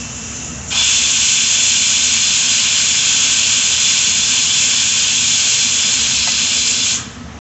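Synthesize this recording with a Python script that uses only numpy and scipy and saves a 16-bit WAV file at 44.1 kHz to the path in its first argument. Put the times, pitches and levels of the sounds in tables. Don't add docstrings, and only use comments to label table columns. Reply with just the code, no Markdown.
import sys
import numpy as np
from scipy import signal
from scipy.fft import rfft, irfft, next_fast_len
from scipy.io import wavfile
from scipy.ndimage import uniform_filter1d

SR = 44100
rng = np.random.default_rng(int(sys.argv[2]) if len(sys.argv) > 2 else 0)


def attenuation_scalar(level_db):
    decades = np.asarray(level_db, float) / 20
    return 10 ** decades


def put_to_file(sound):
    columns = np.atleast_2d(sound).T
    safe = np.clip(columns, -1, 1)
    whole_steps = np.round(safe * 32767)
    wavfile.write(sys.argv[1], SR, whole_steps.astype(np.int16))


N = 330564

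WHISTLE_HZ, WHISTLE_WIDTH_HZ = 3457, 70


def seconds():
    return np.arange(N) / SR


def unit(x):
    return x / np.sqrt(np.mean(x ** 2))


def columns(table):
    s, *values = np.transpose(table)
    return [np.interp(seconds(), s, v) for v in values]


def walk(rate_hz):
    hold = int(SR / rate_hz)
    levels = rng.standard_normal(4 * N // hold + 2)[:N // hold + 1]
    steps = np.repeat(levels, hold)
    slewed = uniform_filter1d(uniform_filter1d(steps, hold), hold)
    return unit(slewed[:N])


def colour(x, points, peaks):
    size = next_fast_len(N)
    hz = np.maximum(np.arange(size // 2 + 1) * SR / size, 1)
    at_hz, db = np.transpose(points)
    broad = attenuation_scalar(np.interp(np.log(hz), np.log(at_hz), db))
    power = 1 + sum(attenuation_scalar(2 * d) / (1 + (2 * (hz - f) / w) ** 2) ** 2 for f, w, d in peaks)
    return irfft(rfft(x, size) * broad * np.sqrt(power), size)[:N]


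def band(x, lo_hz, hi_hz):
    size = next_fast_len(N)
    hz = np.arange(size // 2 + 1) * SR / size
    return irfft(rfft(x, size) * ((hz >= lo_hz) & (hz < hi_hz)), size)[:N]


def turbulence(gust_db, patch_db, flicker_db, gust_hz, flicker_hz):
    edges_hz = np.r_[0, 350 * 2 ** np.arange(0, 5, .5), SR / 2]
    noise, gust = rng.standard_normal(N), walk(gust_hz)
    patch = [walk(11) for _ in edges_hz]
    out = 0
    for k in range(len(edges_hz) - 1):
        db = gust_db * gust + patch_db * (patch[k] + patch[k + 1]) + flicker_db * walk(flicker_hz)
        out = out + attenuation_scalar(db) * band(noise, edges_hz[k], edges_hz[k + 1])
    return out


def jet():
    # frequency in Hz, density in dB per Hz.
    jet_colour = [(300, -28.5), (900, -19.5), (1700, -13.5), (2080, -14), (2330, -8.5), (3000, -7.5),
                  (3550, -10.5), (3720, -15), (4500, -7.0), (5500, -9.5), (6300, -4), (7580, 0),
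                  (7900, -13.5), (8450, -29.5)]
    # frequency in Hz, width in Hz, level in dB.
    lid_modes = [(1044, 194, 2.2), (1545, 131, 5.5), (2142, 48, 4.7), (2356, 65, 7.1), (2484, 96, 6.3),
                 (2677, 156, 6.8), (2834, 68, 7.4), (2937, 85, 7.0), (3123, 122, 9.5), (3208, 44, 9.6),
                 (3320, 76, 10.7), (3457, 97, 15.0), (3636, 145, 10.3), (3824, 206, 8.2), (3954, 93, 9.5),
                 (4062, 42, 9.6), (4174, 174, 8.9), (4265, 36, 6.8), (4344, 40, 5.5), (4396, 54, 3.0),
                 (4711, 98, -0.0), (4923, 67, 7.1), (5037, 144, 5.2), (5255, 149, 8.1), (5363, 65, 3.8),
                 (5677, 329, 4.5), (5977, 399, 1.8), (6216, 95, 1.3), (6620, 399, 5.3), (7092, 391, -0.5)]
    # lower edge in Hz, upper edge in Hz.
    ranges_hz = [(0, 2080), (3700, 5450), (5450, 7850), (7850, 20000)]
    eddies = turbulence(gust_db=.35, patch_db=.2, flicker_db=.6, gust_hz=18, flicker_hz=35)
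    lid = [(f, w, d - 6 * (abs(f - WHISTLE_HZ) < w)) for f, w, d in lid_modes]
    steam = colour(eddies, jet_colour, lid)
    parts = [band(steam, lo, hi) for lo, hi in ranges_hz]
    body = steam - sum(parts)
    return sum(blow(k) * unit(part) for k, part in enumerate([*parts, body]))


def whistle():
    flat = [(1, 0), (SR, 0)]
    breath = colour(rng.standard_normal(N), flat, [(WHISTLE_HZ, WHISTLE_WIDTH_HZ, 50)])
    wander_db = 0.7 * walk(6.5)
    return blow(part=5) * attenuation_scalar(wander_db) * unit(breath)


def blow(part):
    # level in dB, share of the pressure loss (ratio), change at full wetness in dB.
    steady = [(-34, 0.4, 2.5), (-22, -0.25, 0.8), (-15.5, 0.77, -0.8), (-35, 1.6, -3), (-19.5, 0.84, 0.3),
              (-26, .2, -3.5)]
    # opening in seconds, rise in seconds, surge in dB, shutting in seconds, fall in dB per second.
    onsets = [(.7, 0.011, 3, 6.99, 127), (0.701, 0.023, 0, 6.92, 167), (0.665, .1, 1.2, 6.96, 219.5),
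              (.685, 0.072, 1, 6.96, 347), (0.699, 0.031, 2.5, 6.916, 113), (.745, 0.023, 7, 6.87, 148.5)]
    # time in seconds, pressure lost in dB, wetness 0-1.
    steam_state = [(.9, 0.3, 0.06), (1.4, 0.4, 0), (1.9, 1.3, 0.16), (2.4, 0.5, 0.8), (3.1, 0.4, 0.84),
                   (3.6, 0.3, 0.7), (4.2, 1.3, 0.24), (4.8, 0.8, .3), (5.4, 2, 0.2), (5.9, 1.5, 0.35),
                   (6.35, 3.5, .5), (6.75, 3, 0.13)]
    surge_s, echo_db, echo_t60_s = 0.2, -16.5, 1
    catch_s, catch_length_s, catch_db = .742, .016, -2.5
    t = seconds()
    level_db, share, wet_db = steady[part]
    opens_s, rise_s, surge_db, shuts_s, fall_db_per_s = onsets[part]
    lost_db, wetness = columns(steam_state)
    since = np.maximum(t - opens_s, 0)
    after = np.maximum(t - shuts_s, 0)
    db = level_db - share * lost_db + wet_db * wetness
    db += surge_db * np.exp(-since / surge_s)
    db += catch_db * np.exp(-((t - catch_s) / catch_length_s) ** 2)
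    echo = attenuation_scalar(echo_db - 60 * after / echo_t60_s)
    shut = np.hypot(attenuation_scalar(-fall_db_per_s * after), echo)
    return attenuation_scalar(db) * (1 - np.exp(-since / rise_s)) * shut


def spit():
    start_s, length_s, level_db = .715, .13, -36
    since = seconds() - start_s
    gate = np.clip(np.minimum(since / .012, (length_s - since) / .03), 0, 1)
    gush = unit(band(rng.standard_normal(N), 596, 1400))
    return gate * attenuation_scalar(level_db + 1.1 * walk(45)) * gush


def leak():
    # frequency in Hz, density in dB per Hz.
    leak_colour = [(1500, -20), (2200, -19), (2750, -11.5), (3500, -17.5), (4700, -21.5), (5250, -10),
                   (5500, -16.5), (5700, -15), (6500, -6), (7250, -7), (7450, -9), (7750, -16.5),
                   (7950, -28), (8420, -37.5)]
    # frequency in Hz, width in Hz, level in dB.
    leak_ring = [(2684, 60, 10.5), (2950, 36, 2), (2985, 58, 6.5), (5420, 110, 1.5), (5770, 60, 13),
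                 (5740, 62, 8.5), (6070, 60, 9), (6230, 60, 6.5), (6000, 55, 0), (6470, 86, 4),
                 (6840, 90, 0), (6900, 60, 6), (7160, 71, 6.5), (7240, 61, 1), (7600, 170, 1)]
    leak_db, low_db, chokes_s, choke_db_per_s = -29.5, -7, 0.41, 18.5
    t = seconds()
    eddies = turbulence(gust_db=.6, patch_db=.25, flicker_db=.7, gust_hz=14, flicker_hz=35)
    hiss = colour(eddies, leak_colour, leak_ring)
    low = band(hiss, 0, 4600)
    seated = np.clip((.74 - t) / 0.039, 0, 1)
    level_db = leak_db - choke_db_per_s * np.maximum(t - chokes_s, 0)
    return seated * attenuation_scalar(level_db) * (unit(hiss - low) + attenuation_scalar(low_db) * unit(low))


def pings():
    # time in seconds, peak in dB, frequency in Hz, swell in seconds.
    rings = [
        (.515, -40, 1290, 0.048),
        (.59, -38, 620, 0.009),
        (.685, -31, 119.6, 0.0089),
        (.715, -36, 1530, 0.0066),
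        (.75, -33, 820, 0.011),
        (.79, -31.5, 1010, 0.011),
        (6.83, -20, 3480, 0.027),
        (7.0, -36.5, 1250, 0.03),
    ]
    t = seconds()
    out = 0
    for at_s, peak_db, hz, swell_s in rings:
        swell = np.exp(-((t - at_s) / swell_s) ** 2)
        out = out + attenuation_scalar(peak_db) * swell * np.sin(2 * np.pi * hz * t)
    return out


def knock():
    # frequency in Hz, level in dB, t60 in seconds.
    knock_modes = [(560, -14, .15), (730, -2, .07), (880, 0, .06), (1280, -9, .12), (1640, -12, .12),
                   (2010, -6, .14)]
    knock_s, knock_db = 6.273, -15
    since = np.maximum(seconds() - knock_s, 0)
    ring = sum(attenuation_scalar(d - 60 * since / t60) * np.sin(2 * np.pi * f * since) for f, d, t60 in knock_modes)
    echo = attenuation_scalar(-15 - 60 * since / .25) * unit(band(rng.standard_normal(N), 420, 2300))
    tap = (ring + echo) * np.minimum(since / 0.0019, 1)
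    return attenuation_scalar(knock_db) * tap / np.abs(tap).max()


def stove():
    # frequency in Hz, density in dB per Hz.
    rumble_colour = [(25, -25.5), (42, -41.5), (55, -38), (62, -11), (270, -11), (282, -24.5), (400, -53.5)]
    # frequency in Hz, width in Hz, level in dB.
    room = [(72.4, 14, 13.5), (89.5, 16, 6.5), (107.6, 9.9, 12.5), (128.3, 17, 11), (168, 22, 9),
            (201, 11, 0), (228.7, 41, 9), (241.2, 22, 11.5), (260, 21, 7)]
    # frequency in Hz, density in dB per Hz.
    flame_colour = [(200, -21), (290, -4.5), (700, -4), (1400, -5.5), (2000, -7.5), (3000, -11),
                    (4500, -15.5), (5300, -15), (6500, -11.5), (7300, -22.5), (7700, -20.5), (8000, -37.5),
                    (8300, -49.5), (8450, -69.5)]
    # frequency in Hz, width in Hz, level in dB.
    flame_ring = [(313.6, 26, 6), (458.5, 46, 7), (585, 15, 3.5), (690, 40, 2.5), (1290, 14, 9.5)]
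    rumble_db, flame_db = -31.5, -36.5
    duck_s, attack_s, ease_per_s, unduck_s, release_s = 0.73, .12, .1, 6.8, .2
    duck_rumble_db, duck_flame_db = -5.5, -3.5
    t = seconds()
    since = np.maximum(t - duck_s, 0)
    duck = (1 - np.exp(-since / attack_s)) * (1 - ease_per_s * since)
    duck *= np.exp(-np.maximum(t - unduck_s, 0) / release_s)
    rumble = colour(attenuation_scalar(.3 * walk(7.8)) * rng.standard_normal(N), rumble_colour, room)
    eddies = turbulence(gust_db=.6, patch_db=.4, flicker_db=.9, gust_hz=10, flicker_hz=20)
    flame = colour(eddies, flame_colour, flame_ring)
    rumble_gain = attenuation_scalar(rumble_db + duck_rumble_db * duck)
    flame_gain = attenuation_scalar(flame_db + duck_flame_db * duck)
    return rumble_gain * unit(rumble) + flame_gain * unit(flame)


def scene():
    return (jet() + whistle() + spit() + leak() + pings() + knock() + stove())[None]


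def top_cut(x):
    return signal.sosfilt(signal.butter(12, 9020, fs=SR, output="sos"), x)


def record(dry):
    top_hz, stop_s = 8440, 7.38958
    rounded = dry / (1 + (dry / .8) ** 6) ** (1 / 6)
    low_pass = signal.ellip(8, .1, 35, top_hz, fs=SR, output="sos")
    x = signal.sosfiltfilt(low_pass, rounded)
    return top_cut(x * (np.arange(N) < stop_s * SR))


dry = scene()
out = record(dry)
put_to_file(out)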